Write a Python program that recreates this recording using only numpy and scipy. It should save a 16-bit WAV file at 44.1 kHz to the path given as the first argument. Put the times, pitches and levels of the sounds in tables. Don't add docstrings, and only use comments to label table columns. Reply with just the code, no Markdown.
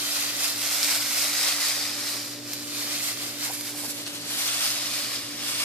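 import sys
import numpy as np
from scipy import signal
from scipy.fft import rfft, irfft, next_fast_len
from scipy.io import wavfile
from scipy.ndimage import uniform_filter1d

SR = 44100
rng = np.random.default_rng(int(sys.argv[2]) if len(sys.argv) > 2 else 0)


def file_out(sig):
    cols = np.atleast_2d(sig).T
    lim = np.clip(cols, -1, 1)
    pcm = np.round(lim * 32767).astype(np.int16)
    wavfile.write(sys.argv[1], SR, pcm)


N = 248724
TIME = np.arange(N) / SR


def gain_of(db):
    return 10 ** (np.asarray(db) / 20)


def unit_rms(x):
    return x / np.sqrt(np.mean(x ** 2) + 1e-20)


def spectrum_at(points, hz):
    f, value = np.transpose(points)
    return np.interp(np.log(hz + 1), np.log(f + 1), value)


def follow(rows, t, column=1):
    rows = np.array(rows)
    return np.interp(t, rows[:, 0], rows[:, column])


def add(mix, s, sound):
    part = mix[:, max(round(s * SR), 0):][:, :sound.shape[1]]
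    part += sound[:, :part.shape[1]]


def filtered(x, gain):
    size = next_fast_len(x.shape[-1] + 2048)
    hz = np.fft.rfftfreq(size, 1 / SR) + 1e-3
    return irfft(rfft(x, size) * gain(hz), size)[..., :x.shape[-1]]


def drift(rate_hz):
    return unit_rms(filtered(rng.standard_normal(N), lambda hz: np.exp(-(hz / rate_hz) ** 2)))


# f/Hz, correlation
MIC_CORRELATION = [(100, 0.52), (500, 0.7), (1200, 0.27), (2300, 0.66), (4500, 0.25), (8000, 0.17),
                   (12000, 0.096)]

def noise_pair():
    mid, side = rng.standard_normal((2, N))
    mid = filtered(mid, lambda hz: np.sqrt((1 + spectrum_at(MIC_CORRELATION, hz)) / 2))
    side = filtered(side, lambda hz: np.sqrt((1 - spectrum_at(MIC_CORRELATION, hz)) / 2))
    return np.array([mid + side, mid - side])


# t/s, level/dB, build-up/s, settling/s, hiss/dB
PUPPY_BOUNDS = [(.01, -32, .04, .04, 0.5), (.14, -28, 0.093, 0.21, 1), (.445, -26, 0.035, 0.055, 1),
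                (.63, -30.5, 0.064, 0.053, 1), (.752, -26, 0.075, 0.038, 0), (.839, -29, 0.0043, 0.05, 0),
                (.91, -24.5, 0.095, 0.051, -2), (.955, -26, 0.018, 0.016, 0), (1.02, -30, .06, 0.14, -0.5),
                (1.21, -25, 0.094, 0.083, 0), (1.4, -27.5, 0.055, 0.03, -1), (1.485, -24, 0.095, 0.051, -3),
                (1.64, -24.5, 0.048, 0.098, -1.5), (1.82, -30.5, 0.063, 0.11, -3),
                (2.09, -30, 0.12, 0.12, -0.5), (2.27, -40, 0.025, 0.084, 3),
                (2.525, -35.5, 0.046, 0.079, 1), (2.645, -42.5, 0.022, .04, 6),
                (2.79, -34, 0.084, 0.095, 2), (2.93, -31, 0.097, 0.1, -0.5),
                (3.04, -30.5, 0.018, 0.044, 2.5), (3.095, -30.5, 0.04, 0.025, 2),
                (3.235, -32.5, 0.049, 0.069, 0.5), (3.45, -30, 0.043, 0.042, -1.5),
                (3.545, -33.5, 0.022, 0.027, -1), (3.6, -35.5, .025, 0.023, 2),
                (3.665, -33.5, 0.035, 0.049, -1.5), (3.795, -33, 0.031, 0.028, -1),
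                (3.855, -32.5, 0.023, 0.013, 1), (3.905, -31.5, 0.016, 0.013, 3),
                (3.99, -36.5, 0.064, 0.045, 0), (4.073, -36, 0.0084, 0.022, -3),
                (4.155, -37.5, 0.034, 0.041, 1), (4.32, -34, 0.06, 0.044, 0), (4.4, -30.5, 0.045, 0.05, 0),
                (4.475, -29.5, 0.071, 0.069, 0.5), (4.65, -26.5, 0.081, 0.081, 0.5),
                (4.95, -30, 0.18, 0.21, 0), (5.149, -32, 0.021, 0.014, -3), (5.3, -45.5, .06, 0.056, 4),
                (5.485, -30, 0.055, 0.1, -0.5), (5.61, -29.5, 0.031, 0.043, -5)]

def bounds_db(t, with_hiss=False, creep_db=-52):
    build_shape, settle_shape = 1.27, 1.36
    power = gain_of(creep_db) ** 2
    for s, db, build_s, settle_s, hiss_db in PUPPY_BOUNDS:
        before = (np.maximum(s - t, 0) / build_s) ** build_shape
        after = (np.maximum(t - s, 0) / settle_s) ** settle_shape
        power = power + gain_of(db + with_hiss * hiss_db) ** 2 * np.exp(-before - after)
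    return 10 * np.log10(power)


def rustle_db():
    t = np.arange(0, N, 64) / SR
    return np.interp(TIME, t, bounds_db(t))


def crackle(per_s, spread_db, cycles, low_hz, high_hz, count):
    t, out = np.arange(512) / SR, np.zeros((2, N))
    for hz in np.geomspace(low_hz, high_hz, count):
        size = gain_of(spread_db * np.minimum(rng.exponential(1, N), 4)) * rng.choice([-1, 1], N)
        impulses = size * (rng.random(N) < per_s / count / SR)
        tick = np.sin(2 * np.pi * hz * t) * np.exp(-hz * t / cycles) * hz
        sound = signal.oaconvolve(impulses, tick)[:N]
        lag = rng.integers(-1, 2)
        out += [np.roll(sound, lag), np.roll(sound, -lag)]
    return unit_rms(out)


# t/s, share of loose straw by the microphone, share of right flank (the rest is mid-heap)
STRAW_SHARES = [(0, 0.04, 0.3), (2.4, 0.04, 0.17), (3.3, 0.16, 0.43), (3.42, 0.4, 0.2), (3.92, 0.83, 0),
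                (4.03, 0.7, 0.5), (4.6, 0.1, 0.47), (5.2, 0, 0.63), (5.64, 0.11, 0.7)]

def stalk_contact(clump_db=0.55):
    ticks = crackle(per_s=6000, spread_db=3, cycles=1.6, low_hz=2200, high_hz=13500, count=36)
    knocks = crackle(per_s=900, spread_db=1.5, cycles=6, low_hz=3000, high_hz=7000, count=24)
    crisp = crackle(per_s=900, spread_db=2.2, cycles=9, low_hz=8000, high_hz=12800, count=12)
    loose = follow(STRAW_SHARES, TIME)
    crackling = gain_of(-6) * ticks + gain_of(-14) * knocks + gain_of(-7) * loose * crisp
    return (noise_pair() + crackling) * gain_of(clump_db * drift(28))


# f/Hz, level/dB
HEAP_SPECTRUM = [(300, -26), (420, -14), (540, -9.5), (700, -7.5), (950, -8), (1350, -5.5), (1700, -4.5),
                 (2050, -3), (2450, -3), (2800, -6), (3200, -6), (3800, -1.8), (5300, 1), (6400, -3.5),
                 (7100, -2.5), (7700, -5.5), (8500, -4.5), (10500, -7.5), (12500, -6.5), (14500, -11)]
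LOOSE_SPECTRUM = [(250, -25), (450, -16), (750, -5), (1180, -7), (1550, -4.5), (2300, -6.5), (3200, -4.5),
                  (4700, -1), (6500, -4), (7600, -3.5), (8800, -7), (10300, -3.5), (11900, -6), (13000, -8),
                  (14500, -10.5)]
FLANK_SPECTRUM = [(300, -28), (420, -17), (540, -7.5), (680, 0), (880, -7.5), (1150, 1.5), (1600, -4.5),
                  (2200, -3.5), (3000, -0.5), (4800, -2), (6800, -6), (8600, -0.5), (11000, -6.5),
                  (14500, -10)]
# t/s, papery f/Hz, level/dB, hollow f/Hz, level/dB
STRAW_RINGS = [(0, 4400, 0.5, 2300, 0), (.45, 4620, 0, 2240, 1), (.92, 5700, 2, 2200, 3),
               (1.2, 5130, 1, 2150, 2.5), (1.47, 5130, 2, 2000, 4.5), (2.2, 4770, 3, 2450, -1),
               (2.6, 4370, 2.5, 2400, -1), (2.9, 4100, 0.5, 2020, 2.5), (3.25, 4500, 0.5, 2050, 3),
               (3.6, 5240, 1, 2200, 4), (4.1, 3900, 0.5, 2300, 0.5), (4.6, 5000, 0, 2080, -1.5),
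               (5.05, 4830, 3.5, 1930, 2.5), (5.64, 5100, 0.5, 2200, 2.5)]

def straw_colour_db(hz, t, papery_width_hz=620, hollow_width_hz=160, patchy_db=1.1):
    loose, flank = follow(STRAW_SHARES, t), follow(STRAW_SHARES, t, column=2)
    places = [(HEAP_SPECTRUM, 1 - loose - flank), (LOOSE_SPECTRUM, loose), (FLANK_SPECTRUM, flank)]
    colour_db = sum(np.outer(spectrum_at(place, hz), share) for place, share in places)
    for column, width_hz in [(1, papery_width_hz), (3, hollow_width_hz)]:
        detuning = (hz[:, None] - follow(STRAW_RINGS, t, column)) / width_hz
        colour_db += follow(STRAW_RINGS, t, column + 1) / (1 + detuning ** 2)
    patches = uniform_filter1d(rng.standard_normal(colour_db.shape), size=4, axis=0)
    patches = unit_rms(uniform_filter1d(patches, size=30, axis=1))
    return colour_db + patchy_db * patches * (hz / (hz + 600))[:, None]


# t/s, a silent delay/ms, then delay/ms of each of the two
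REFLECTION_DELAYS = [(0, .91, 1.54, 1.94), (.68, .9, 1.5, 1.92), (.9, .8, 1.3, 2.08),
                     (1.35, .78, 1.54, 2.08), (2.05, .88, 1.63, 2.1), (2.55, .91, 1.68, 2.03),
                     (2.8, .9, 1.65, 1.93), (3.05, .9, 1.53, 1.9), (3.28, .91, 1.52, 1.9),
                     (3.45, .9, 1.25, 1.9), (4.05, .9, 1.14, 1.8), (4.65, .9, 1.53, 1.75),
                     (4.95, .89, 1.65, 2.05), (5.4, .9, 1.75, 2.2)]

def reflections_db(hz, t, depths_db=(1.5, 0.83), scatter_hz=4470):
    ripple = sum(db * np.cos(2 * np.pi * np.outer(hz, follow(REFLECTION_DELAYS, t, column)) / 1000)
                 for column, db in enumerate(depths_db, start=2))
    return ripple / (1 + (hz[:, None] / scatter_hz) ** 4) * (1 - follow(STRAW_SHARES, t))


# t/s, lead at the left microphone/ms, distance/m
PUPPY_PATH = [(0, -0.067, 3.5), (.45, -0.072, 3), (.7, -0.0043, 1.7), (1.15, -0.026, 1.9), (1.4, 0.032, 2),
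              (2.05, 0.02, 2.7), (2.65, -0.059, 3.4), (3.25, -0.078, 2.1), (3.55, -0.074, 1.06),
              (3.82, 0.055, 0.91), (4.05, 0.14, 2.2), (4.45, 0.1, 2.3), (5.1, 0.043, 4.4),
              (5.64, 0.11, 2.5)]
# f/Hz, factor on the left-right level difference
BODY_SHADOW = [(1500, -0.26), (3100, 0.15), (4400, -1.5), (5300, 0.2), (6000, 0.2), (7000, 1.76), (8300, 1),
               (10000, 0.5), (11000, 1.1), (13000, 2.5), (14200, 2)]
# f/Hz, left minus right/dB
CLOSE_BALANCE = [(60, 2.5), (130, 1.0), (290, 1.0), (640, -1), (1410, -1), (3100, 5.5), (6820, -2.5),
                 (15000, -12)]

def direction(hz, t, ahead_db=-3, db_per_ms=29):
    lead_ms, loose = follow(PUPPY_PATH, t), follow(STRAW_SHARES, t)
    side_db = np.outer(spectrum_at(BODY_SHADOW, hz), (ahead_db + db_per_ms * lead_ms) * (1 - loose))
    side_db += np.outer(spectrum_at(CLOSE_BALANCE, hz), loose)
    left = gain_of(side_db / 2) * np.exp(1j * np.pi * np.outer(hz, lead_ms) / 1000)
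    return np.array([left, 1 / left])


def crunch_and_hiss_db(t, stride_s=0.35, tips_lead_s=0.0042, push_share=0.3):
    doublings = np.log2(follow(PUPPY_PATH, t, column=2))
    stride_db = np.mean([bounds_db(t + k * stride_s / 2) for k in (-1, 0, 1)], axis=0)
    push_db = bounds_db(t + tips_lead_s) - stride_db
    bright_db = push_share * push_db + bounds_db(t, with_hiss=True) - bounds_db(t)
    return -9.5 - 0.5 * doublings, 2.5 - 3 * doublings + bright_db


def rustle(crunch_hz=1700, hiss_hz=7000):
    hz, t, frames = signal.stft(stalk_contact(), SR, nperseg=512, noverlap=384)
    frames = frames * gain_of(straw_colour_db(hz, t) + reflections_db(hz, t)) * direction(hz, t)
    crunch = 1 / (1 + (hz / crunch_hz) ** 6)
    hiss = 1 - 1 / (1 + (hz / hiss_hz) ** 8)
    swish = 1 - crunch - hiss
    crunch_db, hiss_db = crunch_and_hiss_db(t)
    power = uniform_filter1d(abs(frames.mean(0)) ** 2, size=80, axis=1)
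    weight = sum(np.outer(band, gain_of(db) / np.sqrt(abs(band @ power) + 1e-20))
                 for band, db in [(crunch, crunch_db), (swish, 0), (hiss, hiss_db)])
    frames = frames * weight / np.hypot(1, gain_of(hiss_db))
    straw = signal.istft(frames, SR, nperseg=512, noverlap=384)[1][:, :N]
    return straw / straw.mean(0).std() * gain_of(rustle_db())


# f/Hz, level/dB
BACKGROUND_SPECTRUM = [(25, -39), (50, -33), (75, -15.5), (110, 0), (150, -7.5), (200, -2.5), (260, 1.5),
                       (400, 0.5), (560, -3), (900, -13), (2000, -13), (6000, -9), (14000, -31)]
# f/Hz, level/dB, waver/dB
HUM_TONES = [(120.1, -54.5, 1.5), (178.6, -69, 6.5), (239.6, -58.5, 4), (292.2, -46.5, 1.5),
             (352.7, -68.5, 5.5), (584.5, -56, 0)]
# t/s, level/dB
TONE_SWELL = [(0, -0.5), (.75, -1), (.86, 6), (1, -0.5), (1.7, 1.5), (2.1, -1), (2.31, 2), (2.6, 1),
              (4.2, 0.5), (4.9, -1), (5.64, -1.5)]

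def garden(background_db=-44.5, wobble_rad=0.24, hum_trim_db=0.1, hum_sink_db=3, background_sink_db=11):
    noise = filtered(noise_pair(), lambda hz: gain_of(spectrum_at(BACKGROUND_SPECTRUM, hz)))
    background = gain_of(background_db) * unit_rms(noise)
    hum = np.zeros((2, N))
    for hz, db, waver_db in HUM_TONES:
        phase = 2 * np.pi * hz * TIME + wobble_rad * drift(17)
        swell_db = follow(TONE_SWELL, TIME) * (hz > HUM_TONES[0][0])
        level_db = db + hum_trim_db + swell_db + waver_db * drift(14)
        hum += np.sqrt(2) * gain_of(level_db) * np.sin([phase + 0.083, phase - .25])
    loud = np.clip((rustle_db() + 32) / 6, 0, 1)
    return background * gain_of(-background_sink_db * loud) + hum * gain_of(-hum_sink_db * loud)


# t/s, peak level/dB, left minus right/dB, pitch factor
STALK_SNAPS = [(.8305, -7, 0, .97), (.8320, -17, 2, 1), (.8457, -12.5, -1, 1.03), (.9014, -17, 0, .96),
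               (.9274, -16.5, -1, .45), (.9494, -16.5, -1.5, 1.1), (1.4307, -16, -1, .95),
               (1.785, -19, -1, 1), (2.2729, -23, -1, .88), (2.3613, -26, -1, .75), (2.4763, -24, -1, .98),
               (2.5341, -17.5, -4, 1), (2.535, -22, -5, 1.05), (2.6798, -25, -1.5, .97),
               (3.0704, -22, -2, 1), (3.1735, -21.5, 0, .85), (3.6102, -19.5, -2, .8),
               (3.6106, -21, -6, 1.9), (3.9106, -23, -3.5, 1.35), (4.0655, -19, 2, .82),
               (4.0662, -25, -1, .78), (4.0714, -25, -1, .55), (4.0771, -23.5, 1, .75),
               (4.4892, -17.5, 0, .6), (5.1612, -18, -.5, .83)]
# f/Hz, level/dB, rise/s
STALK_MODES = [(2300, -12, .00025), (4800, -3, .00016), (5600, 0, .00022), (6900, -5, .00015),
               (10200, -14, .00015), (12100, -15, .0003)]

def snaps(scatter_db=-35, scatter_s=0.018):
    t, out = np.arange(2000) / SR, np.zeros((2, N))
    for s, peak_db, pan_db, pitch in STALK_SNAPS:
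        ring = sum(gain_of(db) * t / rise * np.exp(-t / rise) * np.sin(2 * np.pi * hz * pitch * t)
                   for hz, db, rise in STALK_MODES)
        scatter = gain_of(scatter_db) * rng.standard_normal((2, len(t))) * np.exp(-t / scatter_s)
        fracture = (t == 0) + scatter
        snap = signal.fftconvolve(fracture, ring[None], axes=1)
        mic_gains = gain_of([[peak_db + pan_db / 2], [peak_db - pan_db / 2]])
        add(out, s, mic_gains * snap / abs(snap.mean(0)).max())
    return out


# t/s, thud level/dB, scuff level/dB, scuff f/Hz, scuff rise/s
PAW_LANDINGS = [(2.309, -54, -68, 597, 0.041), (3.223, -57.5, -55, 740, 0.014),
                (3.448, -68, -49, 840, 0.038), (3.495, -64, -38.5, 800, 0.01),
                (3.739, -68, -46, 780, 0.011), (3.826, -62, -44.5, 750, 0.021),
                (4.07, -60, -37, 470, 0.002), (4.13, -59, -56, 645, 0.018), (5.223, -51, -61, 596, .04)]

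def paws(thud_hz=90, thud_s=0.0065):
    t, out = np.arange(SR // 3) / SR, np.zeros((2, N))
    thud = np.sin(2 * np.pi * thud_hz * t) * t / thud_s * np.exp(1 - t / thud_s)
    for s, thud_db, scuff_db, scuff_hz, rise_s in PAW_LANDINGS:
        grit = rng.standard_normal(len(t)) + .5 * rng.standard_normal((2, len(t)))
        scuff = filtered(grit, lambda hz: 1 / (1 + (1.5 * (hz / scuff_hz - scuff_hz / hz)) ** 4))
        press = np.sqrt(t / rise_s) * np.exp(.5 - (t / rise_s) ** 2 / 2)
        add(out, s, gain_of(thud_db) * thud + gain_of(scuff_db) * unit_rms(scuff) * press)
    return out


# t/s, upper mode level/dB, lower mode against it/dB, decay/s
TAG_TINKS = [(2.5343, -28, -9, 0.0056), (3.512, -36, -14, .009), (3.5345, -37, 4, 0.01)]

def collar_tag(low_hz=10000, high_hz=12000, pan_db=-8):
    t, out = np.arange(SR // 8) / SR, np.zeros((2, N))
    for s, db, low_db, decay_s in TAG_TINKS:
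        ring = gain_of(low_db) * np.sin(2 * np.pi * low_hz * t) + np.sin(2 * np.pi * high_hz * t)
        mic_gains = gain_of([[db + pan_db / 2], [db - pan_db / 2]])
        add(out, s, mic_gains * ring * np.exp(-t / decay_s))
    return out


def scene():
    return rustle() + snaps() + paws() + collar_tag() + garden()


def record(dry, bass_cut_hz=58, top_hz=14600):
    thin = filtered(dry, lambda hz: 1 / np.sqrt(1 + (bass_cut_hz / hz) ** 4))
    lowpass = signal.firwin(701, top_hz, window=("kaiser", 9), fs=SR)
    return signal.oaconvolve(thin, lowpass[None], "same")


dry = scene()
out = record(dry)
file_out(out)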